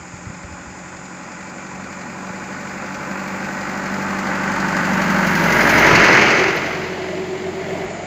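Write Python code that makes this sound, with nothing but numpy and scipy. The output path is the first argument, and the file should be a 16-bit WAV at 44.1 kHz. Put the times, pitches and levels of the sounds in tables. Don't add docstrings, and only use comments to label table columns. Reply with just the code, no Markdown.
import sys
import numpy as np
from scipy import signal
from scipy.fft import rfft, irfft
from scipy.io import wavfile
from scipy.ndimage import uniform_filter1d

SR = 44100
rng = np.random.default_rng(int(sys.argv[2]) if len(sys.argv) > 2 else 0)


def wav_out(sig):
    wavfile.write(sys.argv[1], SR, np.round(np.clip(np.atleast_2d(sig).T, -1, 1) * 32767).astype(np.int16))


def ratio(d):
    e = np.asarray(d, float) / 20
    return 10 ** e


N = 355446
T = np.arange(N) / SR
HZ, FRAME_S = np.fft.rfftfreq(2048, 1 / SR), np.arange(-(-N // 512) + 1) * 512 / SR
STEADY = np.zeros((1, len(FRAME_S)))

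# t/s, firing rate/(1/s)
FIRING_RATE = [(0, 44.1), (3.3, 48.18), (4.2, 48.61), (5.3, 47.48), (6.5, 44.79), (7.5, 45.06),
               (8.06, 45.95)]
TICK_S = 6.04
# t/s, clatter level from 500 to 3000 Hz/dB
PASS_LEVEL = [(0, -39), (1.0, -37.5), (2.0, -34), (3.6, -27.5), (4.1, -24.5), (5.3, -18), (6.0, -10),
              (6.15, -10.5), (6.375, -14), (6.6, -22.5), (6.9, -28.5), (7.3, -31.5), (7.55, -31),
              (7.76, -28), (8.06, -31.5)]
# t/s, facing/1
FACING = [(0, 0.056), (1.5, 0.021), (3, 0.23), (4.5, 0.84), (5.2, 1.27), (5.7, 1.64), (6.1, 1.96),
          (6.5, 2.14), (6.9, 2.53), (7.3, 2.84), (8.06, 2.56)]
# f/Hz, relative level per Hz/dB
FAR_FRONT = [(29, -56), (50, -27), (111, -17.5), (188, -4.5), (418, -14.5), (501, -15), (676, -11),
             (1010, -13), (2390, -14), (3100, -34.5), (6000, -30), (7800, -39), (13200, -120)]
NEAR_FRONT = [(29, -56), (50, -24), (117, -25.5), (184, -9.5), (439, -16.5), (595, -14.5), (678, -11),
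              (843, -10), (1450, -10), (1970, -10), (3460, -32.5), (6790, -30), (9000, -50.5), (11700, -75),
              (19800, -120)]
FLANK = [(29, -43), (50, -15), (107, -11), (151, -3.5), (201, -7.5), (250, -8), (377, -2.5), (649, -7),
         (939, -6), (1020, -8.5), (2010, -1.5), (2610, -7.5), (3540, -23.5), (6360, -20.5), (9000, -58),
         (11700, -70), (19800, -120)]
TAIL = [(29, -65), (50, -37), (90, -37), (180, -5), (250, -16), (377, -5.5), (523, -21.5), (608, -5.5),
        (760, -17), (1390, -27.5), (2100, -21), (2450, -27), (6360, -41.5), (9000, -83)]
# f/Hz before the slide, width/Hz, lift or dip/dB
PANELS = [(432, 44, -7), (550, 135, 5.5), (670, 40, -13.5), (864, 46, 7.5), (927, 49, -7), (1456, 135, 3.5),
          (1740, 260, -2), (1870, 60, 3), (2130, 260, -2.5), (1040, 24, -2.5), (2240, 270, -0.5),
          (2060, 90, 1)]
PANEL_RISE = 0.085
# f/Hz, width/Hz, lift/dB
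GROWL = [(680, 330, 7), (2050, 250, 2.8)]
GROWL_START_FULL_S = (7.39, 7.93)
REPEAT_CYCLE, REPEAT_FIRING = 0.55, 0.35

# multiple of firing rate/1, then level re clatter/dB
HUM = [(1, -27.5, -25, -19.5, -26.5), (2, -19.5, -22, -20, -13), (3, -13.5, -20.5, -17.5, -13.5),
       (3.498, -21, -8, -15.5, -14), (4, -6, -4.5, -19.5, -6.5), (4.85, -29, -10.5, -12, -14.5)]
HUM_FACING = (.1, 1.3, 1.7, 2.7)
# facing/1, width in facing/1, dip/dB
BOX_MASK = [(2.05, 0.27, -18)]
# multiple of the four-firing cycle/1,
# level re clatter before shading and waver/dB
CYCLE_ORDERS = [(17, -20.5), (18, -14.5), (22, -29), (24, -15.5), (28, -20), (32, -21), (68, -22),
                (72, -17.5), (92, -34), (96, -23.5)]

KNOCK_HZ, KNOCK_T60_S = 1002, 0.074
KNOCK_LAG = 2.15
KNOCK_DB = 9

# f/Hz, relative level per Hz/dB
AIR = [(8500, -15), (9200, -10), (10500, -1.5), (12600, -7), (13400, -1.5), (15300, 2), (16000, -19)]
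# facing/1, hiss level re clatter/dB
INTAKE = [(.05, -36.5), (.3, -29), (.85, -33.5), (1.3, -27.5), (1.65, -24), (1.87, -35), (2.05, -39),
          (2.3, -31.5), (2.85, -34.5)]
AIR_DROP_S, AIR_DROP_DB = 7.85, -14
# t/s, level/dB, f/Hz
PINGS_AND_CLICK = [(4.561, -34, 11300), (5.7942, -17, 14400), (6.0477, -32, 14400), (6.563, -27, 13800),
                   (7.27, -45, 12500), (7.848, -43, 11500)]

# t/s, f of the lower tone/Hz, its level/dB
DRONE = [(6.1, 376, -28), (6.28, 375, -60), (6.42, 377.4, -20), (6.5, 380, -24), (6.62, 366.5, -52),
         (6.85, 373, -27.5), (7.2, 371.8, -26), (7.84, 375, -31), (7.95, 374, -59)]
# t/s, level re the lower tone/dB
DRONE_UPPER = [(7.0, -14), (7.3, -1.5), (7.8, -0.5)]
BEAT_HZ, IN_PHASE_S = 7.7, 7.46

# t/s, nominal level/dB, f/Hz
GUSTS_AND_THUD = [(0.136, -24.5, 121), (0.266, -20.5, 106), (0.298, -20.5, 151), (0.439, -26, 80.7),
                  (0.667, -31, 70.0), (0.71, -35, 96), (2.302, -27, 145), (5.75, -15, 86.1),
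                  (5.93, -7, 140), (7.835, -38, 45)]
# f/Hz, relative level per Hz/dB
RUMBLE = [(20, -29), (45, -2), (90, 4.0), (200, -35), (400, -60)]
# f/Hz, relative level per Hz/dB
SCRUB = [(1470, -35), (2500, -5), (2690, -13.5), (3630, -14), (4470, -46), (4830, -10), (5940, -11.5),
         (7030, 1.5), (7560, -7), (9500, -38.5), (12400, -74), (20900, -120)]
SCRUB_BASE_DB = -52.5
# t/s, level above the base/dB
SCRUB_RISE = [(6.3, 7), (6.9, 3.5), (7.84, 5), (7.86, 6.5)]
# f/Hz, width/Hz, lift or dip/dB
HOUSING = [(4320, 330, 3.5), (4920, 260, 3.5), (5570, 430, -4)]


def evened(x):
    return x / np.sqrt(np.mean(x ** 2) + 1e-20)


def read(points, hz):
    f, value = np.transpose(points)
    return np.interp(np.log(hz + 1), np.log(f + 1), value)


def columns(rows, t):
    s, *values = np.transpose(rows)
    return [np.interp(t, s, v) for v in values]


def ripple(table, x):
    return sum(db / (1 + (2 * (x - centre) / width) ** 2) for centre, width, db in table)


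def noise(field_db, patchy_db, drive=None):
    drive = rng.standard_normal(N) if drive is None else drive
    spectrum = signal.stft(drive, nperseg=2048, noverlap=1536)[2]
    patches = rng.standard_normal(spectrum.shape[::-1]).T
    patches = uniform_filter1d(patches, size=20, axis=0)
    patches = evened(uniform_filter1d(patches, size=6, axis=1))
    gain = ratio(field_db + patchy_db * patches)
    gain /= np.sqrt(np.mean(gain ** 2))
    return signal.istft(spectrum * gain, nperseg=2048, noverlap=1536)[1][:N]


def firings():
    count = np.cumsum(columns(FIRING_RATE, T)[0]) / SR
    return count - count[round(TICK_S * SR)]


def gate(count, lag, fire, fall, cylinders_db):
    late = count - lag
    which = np.floor(late).astype(int)
    blow_db = 1.5 * rng.standard_normal(1000)[which % 1000]
    strength = ratio(np.take(cylinders_db, which % 4) + blow_db)
    pulses = 1 + fire * strength * np.exp(-(late % 1) / fall)
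    return evened(uniform_filter1d(pulses, size=100))


def rattle(count):
    pattern = rng.standard_normal((2, 4096))
    place = np.floor(count * 1024).astype(int)
    repeating = REPEAT_CYCLE * pattern[0, place % 4096] + REPEAT_FIRING * pattern[1, place % 1024]
    repeating = signal.sosfilt(signal.butter(4, 260, "highpass", fs=SR, output="sos"), repeating)
    x = evened(rng.standard_normal(N) + repeating)
    body = x * gate(count, lag=0.13, fire=0.67, fall=0.47, cylinders_db=[-0.46, -0.38, 1.4, 0.32])
    metal = x * gate(count, lag=-0.044, fire=1.0, fall=0.68, cylinders_db=[9.0, 2.5, 2.5, 2.5])
    high = signal.butter(2, 3300, "highpass", fs=SR, output="sos")
    behind = np.clip(columns(FACING, T)[0] - 2, 0, 1)
    return body + (1 - behind) * signal.sosfiltfilt(high, metal - body)


def clatter(count):
    facing = np.clip(columns(FACING, FRAME_S)[0], 0, 3)
    share = np.maximum(1 - abs(facing - np.arange(4)[:, None]), 0)
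    sides_db = np.transpose([read(side, HZ) for side in (FAR_FRONT, NEAR_FRONT, FLANK, TAIL)])
    colour_db = sides_db @ share
    slid_hz = HZ[:, None] / (1 + PANEL_RISE * facing ** 2 / 2)
    colour_db += ripple(PANELS, slid_hz) * np.clip(2 * (2 - facing), 0, 1)
    colour_db += ripple(GROWL, HZ)[:, None] * np.interp(FRAME_S, GROWL_START_FULL_S, [0, 1])
    middle = (HZ > 500) & (HZ < 3000)
    colour_db -= 10 * np.log10(np.sum(ratio(2 * colour_db[middle]), axis=0))
    x = noise(colour_db, 0.52, rattle(count))
    band = signal.butter(4, [500, 3000], "bandpass", fs=SR, output="sos")
    x /= np.std(signal.sosfilt(band, x))
    return ratio(columns(PASS_LEVEL, T)[0]) * x


def exhaust_and_fan(count):
    facing, clatter_db = columns(FACING, T)[0], columns(PASS_LEVEL, T)[0]
    masked_db = clatter_db + ripple(BOX_MASK, facing)
    levels = [(k, masked_db + np.interp(facing, HUM_FACING, sides_db)) for k, *sides_db in HUM]
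    shaded_db = -12 * np.maximum(facing - 1.2, 0)
    levels += [(k / 4, clatter_db + shaded_db + db) for k, db in CYCLE_ORDERS]
    out = np.zeros(N)
    for k, db in levels:
        waver = np.interp(T, np.linspace(0, T[-1], num=140), rng.standard_normal(140))
        tone = np.sin(2 * np.pi * (k * count + rng.random()))
        out += np.sqrt(2) * ratio(db + 1.6 * waver) * tone
    return out


def knock(count):
    blows = np.diff(np.floor((count - KNOCK_LAG) / 4), prepend=0).clip(0, 1)
    t = np.arange(0, KNOCK_T60_S, 1 / SR)
    onset = np.minimum(t / 0.013, 1)
    ring = ratio(-60 * t / KNOCK_T60_S) * onset * np.sin(2 * np.pi * KNOCK_HZ * t)
    shaded_db = -9 * columns(FACING, T)[0]
    sizes = ratio(KNOCK_DB + columns(PASS_LEVEL, T)[0] + shaded_db + 1.5 * rng.standard_normal(N))
    return signal.oaconvolve(blows * sizes, ring)[:N]


def air(count):
    facing = columns(FACING, T)[0]
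    far = np.maximum(1.3 - columns(FACING, FRAME_S)[0], 0)
    x = evened(noise(read(AIR, HZ)[:, None] - 3.7 * np.outer(HZ < 13000, far), 1.4))
    pulses = gate(count, lag=-0.05, fire=0.73, fall=0.43, cylinders_db=[7.5, -1.5, -2.0, -4.0])
    hiss_db = columns(PASS_LEVEL, T)[0] + columns(INTAKE, facing)[0]
    hiss_db += AIR_DROP_DB * (T > AIR_DROP_S)
    behind = np.clip(2 * (facing - 2), 0, 1)
    return ratio(hiss_db) * x * (behind + (1 - behind) * pulses)


def pings_and_click():
    out = np.zeros(N)
    t = np.arange(200) / SR
    envelope = np.exp(-t / 0.00092) * np.minimum(t / 0.0002, 1)
    for s, db, hz in PINGS_AND_CLICK:
        out[round(s * SR):][:len(t)] += ratio(db) * envelope * np.sin(2 * np.pi * hz * t)
    return out


def drone():
    hz, db = columns(DRONE, T)
    start, end = DRONE[0][0], DRONE[-1][0]
    on = np.interp(T, [start - 0.1, start, end, end + 0.05], [0, 1, 1, 0])
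    phase = 2 * np.pi * np.cumsum(hz) / SR
    beat_phase = 2 * np.pi * BEAT_HZ * (T - IN_PHASE_S)
    upper = ratio(columns(DRONE_UPPER, T)[0]) * np.sin(phase + beat_phase)
    return ratio(db) * on * (np.sin(phase) + upper)


def gusts_and_thud():
    out = np.zeros(N)
    for s, db, hz in GUSTS_AND_THUD:
        u = np.arange(0, 5, hz / SR)
        swell = np.e * u / 0.61 * np.exp(-u / 0.49)
        out[round(s * SR):][:len(u)] += ratio(db) * swell * np.sin(2 * np.pi * u)
    return out


def wind_rumble():
    lumps_db = 5 * np.interp(FRAME_S, np.linspace(0, T[-1], num=150), rng.standard_normal(150))
    rumble = noise(read(RUMBLE, HZ)[:, None] + lumps_db, 0.81)
    return ratio(np.interp(T, [0.8, 1.2], [-50, -56])) * evened(rumble)


def scrub():
    level_db = SCRUB_BASE_DB + columns(SCRUB_RISE, T)[0]
    return ratio(level_db) * evened(noise(read(SCRUB, HZ)[:, None] + STEADY, 0.88))


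def scene():
    count = firings()
    truck = exhaust_and_fan(count) + clatter(count) + knock(count) + air(count) + drone()
    events = pings_and_click() + gusts_and_thud()
    return (truck + events + scrub() + wind_rumble())[None]


def band_limit(x):
    return signal.sosfilt(signal.butter(12, 15520, fs=SR, output="sos"), x)


def record(dry):
    housing_gain = ratio(ripple(HOUSING, np.fft.rfftfreq(N, 1 / SR)))
    coloured = irfft(rfft(dry) * housing_gain, N)
    coloured = signal.sosfilt(signal.butter(3, 36, "highpass", fs=SR, output="sos"), coloured)
    rounded = 1.15 * np.tanh(coloured / 1.15)
    return band_limit(rounded)


dry = scene()
out = record(dry)
wav_out(out)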